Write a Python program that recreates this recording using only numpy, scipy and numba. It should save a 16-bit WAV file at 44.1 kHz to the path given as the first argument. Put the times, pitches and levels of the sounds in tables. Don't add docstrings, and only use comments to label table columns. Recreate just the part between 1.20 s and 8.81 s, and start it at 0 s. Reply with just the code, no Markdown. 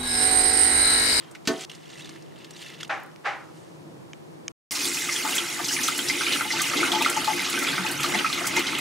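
import sys
import numpy as np
from scipy import signal
from scipy.fft import rfft, irfft
from scipy.io import wavfile
from scipy.ndimage import uniform_filter1d
from numba import njit

SR = 44100
rng = np.random.default_rng(int(sys.argv[2]) if len(sys.argv) > 2 else 0)


def ratio_of_db(decibels):
    return 10 ** (np.asarray(decibels, float) / 20)


def dump_mix(stems):
    frames = np.atleast_2d(stems).T
    limited = np.clip(frames, -1, 1)
    pcm = np.round(limited * 32767).astype(np.int16)
    wavfile.write(sys.argv[1], SR, pcm)


N = 335406
T = np.arange(N) / SR
HZ = np.maximum(np.arange(N // 2 + 1) * SR / N, 1.)
SIEVE_CHANGE_S, SIEVE_END_S, TAP_START_S = .452, 3.318, 3.509

# f/Hz, level/dB, t60/s
BOWL_MODES = [(241.0, 1.0, 0.1), (291.6, -3.0, 0.236), (370, -9.5, 0.31), (431, -7.5, 0.41),
              (663.5, -12.5, 0.31), (753, -21.0, 0.68), (900, -21.0, 0.26), (1116, -13, 0.19),
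              (1520, -14, 0.11), (1796, -7, 0.1), (3230, -20.5, 0.11), (4650, -14.0, 0.06),
              (6250, -11.5, 0.043)]
# crest t/s, level/dB, swell/s, ebb/s, fine spray/dB
SWISHES = [(0.0, -47, .05, 0.11, -12), (.3, -46, .02, 0.23, -3), (.448, -42.5, 0.15, .1, -1.5),
           (.53, -54, 0.029, 0.11, -6), (.69, -67.5, 0.088, 0.16, -2.5), (.8, -48, 0.26, 0.18, -9),
           (.93, -54.5, 0.09, 0.12, -10), (1.22, -55, 0.21, 0.21, -23.5), (1.41, -48.5, 0.077, 0.17, -2),
           (1.54, -45.5, 0.23, 0.043, -39), (1.61, -45.5, 0.033, 0.089, -27),
           (2.38, -63.5, 0.44, 0.46, 0.5)]
# f/Hz, width/Hz, level/dB
MESH_TONES = [(2050, 330, 10.5), (3000, 1200, 18), (3840, 1400, -4)]
# t/s, peak level/dB, pitch f/Hz, snap/dB
DROPS = [(.111, -31, 8500, -21), (.149, -25, 2270, -16), (0.408, -26.5, 5930, 0), (0.417, -30, 3650, -6),
         (0.4472, -26, 4410, -9), (0.4955, -25, 3080, -16), (.5137, -30.5, 2744, -3),
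         (.5484, -31, 5140, -9), (.6998, -38, 4000, 3), (.856, -49, 2060, 17.5), (0.891, -41.5, 2060, 13.5),
         (0.9571, -32.5, 1970, -9), (1.022, -38, 5470, -14), (1.1852, -41, 3120, -4),
         (1.244, -28.5, 3220, -17), (1.3065, -30.5, 7540, -2), (1.362, -31, 3880, -13),
         (1.4037, -33, 3180, -13), (1.4995, -32.5, 2330, -4), (1.587, -36, 2490, -8),
         (1.6033, -31, 3300, -1), (1.6075, -32, 4900, -3), (1.6294, -26.5, 5170, 0), (1.646, -30, 3000, -4),
         (1.676, -38, 7500, -6)]
# t/s, peak level/dB, pitch f/Hz
DRIPS = [(0.535, -39, 3090), (0.622, -48, 3070), (0.6418, -42, 3200), (0.657, -36, 3230),
         (0.7324, -37, 3310), (0.7561, -35, 1990), (0.7754, -37, 2580), (0.794, -36, 2580),
         (0.8074, -32, 3320), (0.8214, -33, 3800), (0.8459, -32, 3560), (0.9074, -39, 3080),
         (1.0609, -46, 3070), (1.1214, -45, 1870), (1.1594, -42, 3100), (1.3352, -39, 5630),
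         (1.3482, -38, 3870), (1.392, -34, 3230), (1.4244, -35, 3200), (1.462, -30, 2680),
         (1.5198, -40, 2810), (1.5423, -42, 3190)]
# t/s, peak level/dB
BEADS = [
    (1.7772, -50),
    (1.7991, -45),
    (1.8144, -50),
    (1.834, -39),
    (1.862, -44),
]
# t/s, first tone f/Hz, its level/dB, second tone f/Hz, its level/dB, t60/s
WIRE_TAPS = [
    (1.631, 3340, -21.5, 1430, -26, 0.013),
    (1.915, 3000, -46, 5500, -46, .006),
    (1.961, 2320, -33, 4900, -31, 0.0029),
]
# t/s, low modes level/dB, high modes level/dB
HANDLE_CLICKS = [
    (2.9331, -32.5, -36),
    (3.2808, -25.5, -17.5),
]
# f/Hz, level/dB, t60/s
HANDLE_MODES = [(1200, -7, 0.0074), (1720, -5.5, 0.0094), (2330, 0.5, .012), (3080, -1.5, .012),
                (3800, -13, .012), (5300, -2.5, 0.0054), (6440, 2.5, 0.0053)]
# f/Hz, level/dB per Hz
TAP_COLOUR = [(290, -49), (500, 2), (950, -7.5), (1340, -3), (1790, -4), (2100, -4.5), (9920, -18.5),
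              (16000, -32.5)]
# f/Hz, likeness
TAP_LIKENESS = [(60, 0.049), (130, 0.45), (290, 0.8), (640, 0.37), (1410, 0.68), (3100, 0.82), (6820, 0.9),
                (15000, 0.53)]
# f/Hz, left minus right level/dB
TAP_BALANCE = [(60, -1.5), (200, 3.5), (700, 3.5), (2380, -2), (15000, 0)]
# f/Hz, width/Hz, level/dB
SINK_TONES = [(274, 55.5, -2.5), (313.6, 59, -4), (347.2, 12.8, 3), (489, 74, -8.5)]
# f/Hz, width/Hz, level/dB
WATER_TONES = [(863, 36, 6), (1350, 200, -6.5), (2070, 125, 8), (2490, 37, 6), (2920, 24, 2)]
# t/s, length/s, strength level/dB, depth 0-1 (shallow throws spray, deep drums)
SURGES = [(3.647, 0.041, 7, 0.15), (4.16, 0.12, 4, 0.7), (4.313, 0.053, -3, 0.35), (5.268, 0.045, -2, 0.3),
          (4.534, 0.027, 7, 0), (4.65, 0.045, 5.5, 0.27), (4.993, 0.25, 3, 0.3), (5.113, 0.094, 5, 0.42),
          (5.405, 0.082, 5.5, 0.37), (5.617, 0.097, 4.5, 0.81), (5.763, 0.17, 5.5, 0.78),
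          (6.15, 0.17, 2.5, 0.46), (6.343, 0.062, 4.5, 0.06), (6.488, 0.12, 4.5, 0.52),
          (6.896, 0.099, 5, 0.06), (6.97, 0.072, 4.5, 0.83), (7.074, 0.079, -2, 0.84),
          (7.233, 0.088, 3.5, 0.8), (7.393, 0.033, 6.5, 0.76)]
# t/s, peak level/dB, pitch f/Hz
GULPS = [(4.045, -22.5, 860), (4.09, -26, 770), (4.395, -28, 714), (5.25, -28, 798), (5.332, -25.5, 860),
         (5.683, -29, 950), (5.731, -20.5, 844), (5.752, -21, 853), (5.807, -19.5, 900), (5.965, -18, 850),
         (6.074, -16.5, 840), (6.098, -16.5, 830), (6.593, -35, 910), (6.644, -25, 884), (6.942, -29, 880),
         (5.575, -30, 458), (5.617, -31, 482), (6.835, -31, 663), (6.945, -24, 732), (7.208, -29.5, 670),
         (7.368, -23, 900)]
# t/s, peak level/dB, pitch f/Hz
GLUGS = [(3.8356, -23.5, 1570), (3.886, -23, 1266), (4.0496, -20, 1230), (4.0703, -24, 1270),
         (4.391, -21, 1180), (4.5083, -21, 1640), (4.5874, -18, 1770), (4.6842, -12.5, 1330),
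         (4.7879, -21, 1500), (5.0095, -14.5, 1460), (5.074, -22, 1350), (5.1566, -23, 1350),
         (5.209, -11.5, 1350), (5.3886, -20, 1500), (5.534, -16, 1240), (5.63, -7.5, 1370),
         (5.7303, -22, 1380), (5.806, -22, 1160), (5.4058, -19, 1180), (6.839, -19, 1145),
         (7.0465, -23, 1140), (5.861, -6.5, 1322), (5.9733, -22, 1230), (6.018, -22.5, 1350),
         (6.0435, -23, 1310), (6.076, -24, 1080), (6.1775, -22, 1670), (6.2037, -23, 1460),
         (6.2242, -28, 1350), (6.283, -23, 1240), (6.34, -20, 1350), (6.3748, -16.5, 1540),
         (6.4244, -19.5, 1350), (6.4774, -21, 1350), (6.531, -17, 1565), (6.58, -13.5, 1380),
         (6.6562, -25, 1300), (6.696, -21, 1500), (6.797, -24, 1280), (6.8398, -15.5, 1313),
         (7.0024, -23, 1420), (7.0449, -10, 1324), (7.0992, -21.5, 1250), (7.18, -23, 1300),
         (7.2435, -16, 1364), (7.334, -25, 1120), (7.366, -22, 1700), (7.53, -21, 1350), (7.585, -26, 1380)]
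# t/s, peak level/dB, pitch f/Hz
PLINKS = [(3.5193, -25.5, 2090), (3.5932, -28, 2860), (3.6071, -21, 2410), (3.7713, -16.5, 2490),
          (3.8206, -18.5, 1960), (3.8695, -28, 2460), (3.8915, -15.5, 2070), (3.9159, -20, 2020),
          (3.9613, -13.5, 3300), (4.1255, -15.5, 2800), (4.1813, -10.5, 3240), (4.4901, -18, 2900),
          (4.565, -12.5, 2280), (4.7206, -19.5, 2090), (4.748, -19, 2780), (4.7919, -14, 3190),
          (4.8548, -24, 1890), (4.8977, -10.5, 2110), (5.0055, -21, 3000), (5.0658, -11, 2380),
          (5.1062, -16, 2930), (5.1337, -10.5, 2810), (5.2798, -21, 2890), (5.3043, -13, 1997),
          (5.3956, -15, 1980), (5.4654, -18, 2090), (5.5318, -19, 2070), (5.5607, -21, 2220),
          (5.5782, -21, 2060), (5.6031, -12, 2170), (5.651, -16, 2530), (5.6734, -15.5, 2900),
          (5.7188, -14, 3350), (5.7493, -13, 3160), (5.7882, -17, 1980), (5.8231, -12.5, 2530),
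          (5.847, -11.5, 2070), (6.073, -18.5, 2500), (6.1324, -18, 2130), (6.1938, -14.5, 2120),
          (6.3404, -21, 2030), (6.4257, -21, 1840), (6.4472, -17, 2150), (6.4686, -16, 2370),
          (6.5794, -19, 2220), (6.6642, -15, 2490), (6.728, -27, 2520), (6.8308, -18, 2500),
          (6.945, -11, 2120), (6.9894, -13.5, 2830), (7.0433, -23, 2500), (7.0623, -13.5, 2490),
          (7.1351, -21, 2150), (7.177, -19, 2120), (7.3377, -21, 2550), (7.3661, -10.5, 2040),
          (7.4699, -19.5, 3080), (7.4883, -20.5, 1960), (7.5502, -16, 2870), (7.5866, -25, 2440)]
# t/s, peak level/dB, pitch f/Hz
PIPE_GULPS = [
    (5.72, -35, 195),
    (6.53, -29.5, 151),
    (6.586, -25.5, 179.4),
    (6.745, -30, 143),
    (6.785, -33, 139),
    (6.9, -29, 162),
    (6.94, -29.5, 198),
]
# t/s, peak level/dB, centre f/Hz
SPLASHES = [(3.5523, -14, 4200), (3.7444, -15.5, 5600), (3.925, -14, 5930), (3.975, -24, 5600),
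            (4.161, -12.5, 7000), (4.535, -17, 5800), (4.655, -21, 5500), (4.445, -17, 6250),
            (4.485, -14, 5300), (4.6326, -11, 6060), (4.6785, -13, 3520), (4.884, -11.5, 5030),
            (5.1223, -11, 3630), (5.319, -14, 4400), (5.4136, -20, 6530), (5.57, -12.5, 3610),
            (5.717, -11, 3640), (5.846, -16, 3580), (5.898, -26, 8950), (5.9648, -19, 6560),
            (6.0442, -19, 4420), (6.2432, -20, 3760), (6.7116, -19.5, 9700), (6.832, -16, 3930),
            (7.0898, -20, 4540), (7.128, -18, 3480), (7.2663, -16, 7200), (7.365, -15.5, 5900),
            (7.4675, -17.5, 3980)]
# t/s, peak level/dB
SPITS = [(3.5143, -22.5), (3.5198, -20), (3.653, -19), (3.7313, -27), (4.1045, -20), (4.1529, -16),
         (4.523, -25), (4.6103, -19), (4.6807, -17.5), (4.7786, -17.5), (5.4175, -12.5), (5.5437, -25),
         (5.8216, -18), (5.898, -16.5), (6.0451, -24), (6.1628, -26), (6.2177, -26), (6.299, -19),
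         (6.39, -18.5), (6.4282, -23), (6.6866, -27), (6.7131, -24), (6.8053, -21.5), (6.8323, -20),
         (7.1381, -28), (7.2548, -25), (7.2706, -13.5), (7.3606, -23), (7.392, -20), (7.5846, -23)]
# t/s, peak level/dB, centre f/Hz
SMACKS = [(4.1822, -17, 3310), (4.4445, -20, 5080), (4.483, -18, 5260), (4.566, -22, 2350),
          (4.7915, -14.5, 3300), (5.8227, -21, 2510), (6.3405, -17, 2500), (6.467, -21, 2370),
          (6.6643, -24, 2530), (6.8309, -19, 2520), (6.9536, -18, 2510), (6.9892, -14, 2890),
          (7.1287, -13.5, 3430), (7.1766, -21, 2230), (7.3657, -12, 2470), (7.4704, -23, 4000),
          (7.552, -16, 2850)]
# t/s, level/dB, length/s, rise/s
BANGS = [
    (1.691, -13.5, 0.02, 0.004),
    (2.029, -10.5, 0.051, 0.028),
]
# f/Hz, level/dB per Hz
BANG_COLOUR = [(250, -15), (560, -1), (780, 0), (1500, 5.5), (2300, 2), (3400, -11.5), (5900, -20),
               (12000, -41.5)]
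# f/Hz, t60/s
HALL_T60 = [(500, 0.46), (1000, 0.51), (2000, 0.36), (4000, 0.39)]
# f/Hz, level/dB per Hz
ROOM_COLOUR = [(18, -60), (30, -38.5), (121, -13.5), (499, -14), (1000, -18.5), (1390, -25.5),
               (10500, -41.5), (16000, -51)]
# f/Hz, likeness
ROOM_LIKENESS = [(60, -0.99), (130, -0.2), (290, -0.17), (640, -0.58), (1410, -0.043), (3100, -0.53),
                 (6820, 0.58), (15000, 0.38)]
# f/Hz, width/Hz, level over the air/dB
HUMS = [(156.3, 14.7, 8.5), (328.5, 35, 4.5)]


def unit(x):
    return x / np.sqrt(np.mean(x ** 2))


def noise():
    return rng.standard_normal(N)


def on_hz(table):
    hz, value = np.transpose(table)
    return np.interp(np.log(HZ), np.log(hz), value)


def shape(x, gain):
    return irfft(rfft(x, N) * gain, N)


def peak(hz, width):
    return 1 / (1 + 1j * (HZ / hz - hz / HZ) * hz / width)


def resonances(table):
    return sum(ratio_of_db(db) * peak(hz, width) for hz, width, db in table)


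def band(lo_hz, hi_hz):
    return 1 / np.sqrt((1 + (lo_hz / HZ) ** 8) * (1 + (HZ / hi_hz) ** 8))


def walk(rate):
    k = int(SR / rate)
    steps = np.repeat(rng.standard_normal(N // k + 1), k)
    return 1.34 * uniform_filter1d(uniform_filter1d(steps, k), k)[:N]


@njit
def ring(start, hz, t60, size, glide, rise):
    out = np.zeros(N)
    for k in range(len(start)):
        i, n = int(start[k] * SR), int(t60[k] * SR) + 2
        z = size[k] + 0j
        p = np.exp(2j * np.pi * hz[k] / SR - np.log(1000) / n)
        turn = np.exp(2j * np.pi * hz[k] * glide / SR / n)
        for j in range(min(n, N - i)):
            z *= p
            p *= turn
            out[i + j] += z.imag * min(1., j / (rise * n + 1))
    return out


def bubbles(count, lo_hz, hi_hz, t60, scatter_db, glide, rise):
    when, pitch, life, luck = rng.random((count, 4)).T
    hz = lo_hz * (hi_hz / lo_hz) ** pitch
    size = ratio_of_db(scatter_db * np.minimum(-np.log(1 - luck), 4))
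    lives = t60 * (.5 + life) / np.sqrt(hz / 2000)
    return unit(ring(when * T[-1], hz, lives, size, glide, rise))


def bursts(rows):
    out = np.zeros(N)
    for s, db, t60 in rows:
        i, t60 = int(s * SR), max(t60, .003)
        u = T[:min(int(2 * t60 * SR), N - i)]
        out[i:i + len(u)] += ratio_of_db(db - 60 * u / t60)
    return out


def before_change(s):
    return T < (SIEVE_CHANGE_S if s < SIEVE_CHANGE_S else T[-1] + 1)


def wide(mid, other, like):
    c = np.clip(on_hz(like), -.95, .98)
    m = shape(mid, np.sqrt((1 + c) / 2))
    s = shape(other, np.sqrt((1 - c) / 2))
    return np.array([m + s, m - s])


def walls(x, t60, wet_db):
    n = int(.3 * SR)
    tail = rng.standard_normal((2, n)) * ratio_of_db(-60 * T[:n] / t60) * (T[:n] > .001)
    tail[1] = 0.59 * tail[0] + 0.84 * tail[1]
    tail = tail / np.sqrt((tail ** 2).sum(1, keepdims=True))
    return x + ratio_of_db(wet_db) * signal.fftconvolve(x[None], tail, axes=1)[:, :N]


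def knock():
    knock_s, knock_db, crack_db = .2733, -16, -19
    hz, db, t60 = np.transpose(BOWL_MODES)
    modes = 0
    for lag, share in [(.001, .8), (.012, 0.41), (.03, .35)]:
        modes = modes + share * ring(knock_s + lag + 0 * hz, hz, t60, ratio_of_db(db + knock_db), 0., 0.035)
    crack = unit(shape(noise(), peak(3700, 4000) * band(1200, 6900) + 0.1 * band(7570, 15000)))
    crack = crack * bursts([(knock_s, crack_db + 3.5, .03), (knock_s + 0.0079, -27, .08)])
    thud = unit(shape(noise(), band(200, 430) + .35 * band(620, 1700)))
    swell = np.clip((T - knock_s) / 0.023, 0, 1)
    return modes + crack + thud * swell * bursts([(knock_s, -27, .3)])


def swishes():
    swell_range_db = 20
    level, spray = 0, 0
    for s, db, swell, ebb, spray_db in SWISHES:
        away = np.where(T < s, (s - T) / max(swell, .002), (T - s) / max(ebb, .002))
        swish = ratio_of_db(db - swell_range_db * away) * before_change(s)
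        level = level + swish
        spray = spray + swish * ratio_of_db(spray_db)
    crackle = bubbles(count=16000, lo_hz=1200.0, hi_hz=11960.0, t60=0.0044, scatter_db=2.5,
                      glide=0.17, rise=0.026)
    crackle = crackle + 0.5 * noise()
    body = unit(shape(crackle, resonances(MESH_TONES)))
    fine = unit(shape(crackle, band(5100, 8600) + 0.059 * band(8000, 13000)))
    return ratio_of_db(1.5 * walk(60)) * (level * body + spray * fine)


def drops():
    hiss = noise()
    snap = unit(shape(noise(), band(1100, 6300) + 0.11 * band(7000, 13000)))
    out = bursts([(.2533, -44, .19)]) * snap
    for s, db, hz, snap_db in DROPS:
        t60 = 0.041 * (3000 / hz) ** 0.27
        rough = unit(shape(hiss, peak(hz, .3 * hz)))
        drop = bursts([(s, db - 8.0, t60)]) * rough
        drop = drop + bursts([(s, db + snap_db - 4.5, 0.61 * t60)]) * snap
        soft_start = uniform_filter1d(1. 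* (T > s + .001), size=90)
        out = out + drop * soft_start * before_change(s)
    return out


def drips():
    s, db, hz = np.transpose(DRIPS)
    hiss = noise()
    snap = unit(shape(hiss, band(1800, 7800)))
    bright = unit(shape(hiss, band(6000, 15000)))
    beads = bright * bursts([(t, d - 5, .008) for t, d in BEADS])
    tones = ring(s, hz, 0.023 + 0 * s, ratio_of_db(db - 2.0), .05, .05)
    return tones + snap * bursts(zip(s, db - 12, .018 + 0 * s)) + beads


def wire_taps():
    s, low_hz, low_db, high_hz, high_db, t60 = np.transpose(WIRE_TAPS)
    edge = band(1800, 2800) + band(6200, 5100) + 0.086 * band(7000, 16000)
    click = np.zeros(N)
    click[(s * SR).astype(int) + 4] = ratio_of_db(high_db + 11.0)
    snap = unit(shape(noise(), edge)) * bursts(zip(s, high_db - 15.0, 2.6 * t60))
    low = ring(s, low_hz, t60, ratio_of_db(low_db), 0., 0.039)
    high = ring(s, high_hz, t60, ratio_of_db(high_db), 0., 0.1)
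    return low + high + snap + shape(click, edge)


def handle_clicks():
    hz, db, t60 = np.transpose(HANDLE_MODES)
    is_low = hz < 4000
    sign = np.where(is_low, -1., 1.) * (-1.) ** np.arange(len(hz))
    out = 0
    for s, low_db, high_db in HANDLE_CLICKS:
        size = sign * ratio_of_db(db + np.where(is_low, low_db, high_db))
        out = out + ring(s + 0 * hz, hz, t60, size, 0., 0.024)
    return out


def sieve():
    early = T < SIEVE_CHANGE_S
    air = 1 / (1 + (HZ / 12000) ** 4)
    near = swishes() + shape(drops(), air) + drips()
    before = walls(knock() + near * early, 0.094, -5.5) * early
    after = walls(near * ~early, 0.026, -5.5)
    both = before + after + shape(wire_taps(), air) + handle_clicks()
    return both * ratio_of_db(np.array([[-.5], [.5]]))


def tap():
    froth_db, spray_db, drum_db, thud_db, gurgle_db = stream()
    colour = ratio_of_db(on_hz(TAP_COLOUR)) * (1 + 0.56 * resonances(WATER_TONES))
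    drum = sum((-1) ** k * ratio_of_db(db) * peak(f, w) for k, (f, w, db) in enumerate(SINK_TONES))
    sides, flow_db = [], 0.52 * walk(25)
    for _ in range(2):
        froth = bubbles(count=24000, lo_hz=491.5, hi_hz=14730.0, t60=0.024, scatter_db=2.0,
                        glide=0.09, rise=0.03)
        froth = unit(shape(froth, HZ / (1 + (HZ / 7000) ** 2)))
        froth = froth + shape(noise(), .8 + (HZ / 14000))
        froth = patchy(shape(froth, colour), 400, 17000, flow_db, 1.85, rate=45)
        body = unit(shape(froth, band(2430, 3980))) * ratio_of_db(froth_db)
        spray = unit(shape(froth, band(5510, 20000))) * ratio_of_db(spray_db)
        gurgle = unit(shape(froth, band(740, 1400) + 0.17 * band(370, 360))) * ratio_of_db(gurgle_db - 1.0)
        steel = unit(shape(noise(), drum * band(230, 385))) * ratio_of_db(drum_db + 2 * walk(30))
        thud = unit(shape(noise(), band(128, 215) + .04 * band(50, 125)))
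        thud = thud * ratio_of_db(thud_db - 1 + 1.5 * walk(15))
        sides.append(ratio_of_db(-0.5) * (body + spray + gurgle + steel + thud))
    single_events = pockets() + splashes() + spits() + smacks() + drain_rumble()
    left, right = wide(sides[0], sides[1], TAP_LIKENESS) + walls(single_events, 0.098, -3.0)
    tilt = on_hz(TAP_BALANCE) / 2
    return np.array([shape(left, ratio_of_db(tilt)), shape(right, ratio_of_db(-tilt))])


def stream():
    t = T - TAP_START_S
    froth, spray, drum = -37 + 0.76 * t, -31.5 - 1.91 * t, -41 + 0.48 * t
    thud, gurgle = -49 + 1.85 * t, -41.5 + 1.5 * t
    for s, length, db, depth in SURGES:
        surge = db * np.exp(-((T - s) / max(length, .01)) ** 2)
        depth = np.clip(depth, 0, 1)
        froth = froth + surge * 4 * depth * (1 - depth)
        spray = spray + surge * 0.85 * (1 - depth)
        drum = drum + surge * 1.9 * depth
        gurgle = gurgle + surge * depth
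    return froth, spray, drum, thud, gurgle


def patchy(x, lo_hz, hi_hz, shared_db, own_db, rate):
    edges = np.geomspace(lo_hz, hi_hz, num=int(3 * np.log2(hi_hz / lo_hz)) + 1)
    spectrum = rfft(x)
    drift_db = 2.0 * uniform_filter1d(np.array([walk(14) for _ in edges]), size=4, axis=0)
    out = 0
    for a, b, drift in zip(edges, edges[1:], drift_db):
        part = irfft(spectrum * (HZ >= a) * (HZ < b), N)
        out = out + part * ratio_of_db(shared_db + drift + own_db * walk(rate))
    return out


def pockets():
    s, db, hz = np.transpose(GULPS + GLUGS + PLINKS)
    late, off_pitch = rng.standard_normal((len(s), 2)).T
    t60 = 0.012 * np.minimum(1300 / hz, 1.6) ** 3 + 0.013
    first = ring(s, hz, t60, ratio_of_db(db + .6), 0.051, 0.091)
    second = ring(s + 0.0056 + 0.00197 * late, hz * (1 + 0.073 * off_pitch), t60, ratio_of_db(db - 5.5), 0.075, 0.09)
    hiss, slaps = noise(), 0
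    for table, slap_hz, slap_db in [(GULPS, 850, -15), (GLUGS, 1350, -19), (PLINKS, 2600, -19)]:
        slap = unit(shape(hiss, peak(slap_hz, 1.4 * slap_hz) ** 2))
        slaps = slaps + slap * bursts([(r[0], r[1] + slap_db, .1) for r in table])
    bowl = resonances([(f, 0.69 * w, level) for f, w, level in WATER_TONES])
    water = shape(first + second + slaps, band(300, 16000) + 0.24 * bowl)
    return water + shape(pipe_gulps(), band(95, 16000))


def pipe_gulps():
    s, db, hz = np.transpose(PIPE_GULPS)
    return ring(s, hz, 0.19 + 0 * s, ratio_of_db(db + 4.0), 0.15, 0.096)


def splashes():
    hiss, out = noise(), 0
    for s, db, hz in SPLASHES:
        slap = unit(shape(hiss, peak(hz, 0.24 * hz) * band(1700, 12300)))
        out = out + slap * uniform_filter1d(bursts([(s, db - 11.5, .1)]), int(.003 * SR))
    return out


def spits():
    bright = unit(shape(noise(), band(6300, 9500) + 0.26 * band(9900, 15000)))
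    return bright * bursts([(s, db - 7.5, .04) for s, db in SPITS])


def smacks():
    s, db, hz = np.transpose(SMACKS)
    body = ring(s, hz, 0.0032 + 0 * s, ratio_of_db(db + 3.0), 0.092, 0.)
    return body - ring(s, 1.6 * hz, .003 + 0 * s, ratio_of_db(db - 7), .1, 0.)


def drain_rumble():
    rumble = unit(shape(noise(), band(48, 110))) * ratio_of_db(2.9 * walk(6.7))
    return rumble * ratio_of_db(np.interp(T, [6.16, 6.16 + .1], [-79.5, -66]))


def bangs():
    push = 0
    for s, db, length, rise in BANGS:
        u = T - s
        push = push + ratio_of_db(db) * np.clip(u / rise, 0, 1) ** 3 * np.clip(1 - u / length, 0, 1)
    colour = ratio_of_db(on_hz(BANG_COLOUR)) * (1 + 0.86 * peak(812, 50))
    field = np.array([[1, 0], [.8, .6]]) @ rng.standard_normal((2, N))
    hall_hz, hall_t60 = np.transpose(HALL_T60)
    out = 0
    for hz in np.geomspace(300, 9600, num=11):
        t60 = np.interp(np.log(hz), np.log(hall_hz), hall_t60)
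        energy = signal.lfilter([1], [1, -ratio_of_db(-120 / t60 / SR)], push ** 2)
        part = np.cos(np.pi / 2 * np.clip(2 * np.log2(HZ / hz), -1, 1)) ** 2
        out = out + shape(field, colour * part) * np.sqrt(energy) / 22
    s, hz = np.repeat([1.705, 2.062], repeats=2), np.tile([775., 815.], reps=2)
    return out + ring(s, hz, 0.34 + 0 * s, ratio_of_db(-29.5 + 0 * s), 0., 0.0493)


def slosh():
    water = unit(shape(noise(), band(250, 1500)))
    return water * ratio_of_db(4.6 * walk(40)) * bursts([(0.006, -50.5, 0.58)])


def kitchen():
    colour = ratio_of_db(on_hz(ROOM_COLOUR)) * (1 + resonances(HUMS))
    bass = band(1, 600)
    sides = []
    for x in rng.standard_normal((2, N)):
        rumble = shape(x, colour * bass) * ratio_of_db(2.1 * walk(5.28))
        sides.append(rumble + shape(x, colour * (1 - bass)))
    return ratio_of_db(-49.5 + 4.0) * unit(wide(sides[0], sides[1], ROOM_LIKENESS))


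def scene():
    first = sieve() + bangs() + slosh() + kitchen()
    return first * (T < SIEVE_END_S) + tap() * (T >= TAP_START_S)


def band_limit(x):
    return signal.sosfilt(signal.butter(12, 16630, fs=SR, output="sos"), x)


def record(dry):
    low_pass = signal.ellip(12, .2, 80, 15700, fs=SR, output="sos")
    mix = signal.sosfilt(low_pass, dry)
    return band_limit(mix)


dry = scene()
out = record(dry)
dump_mix(out)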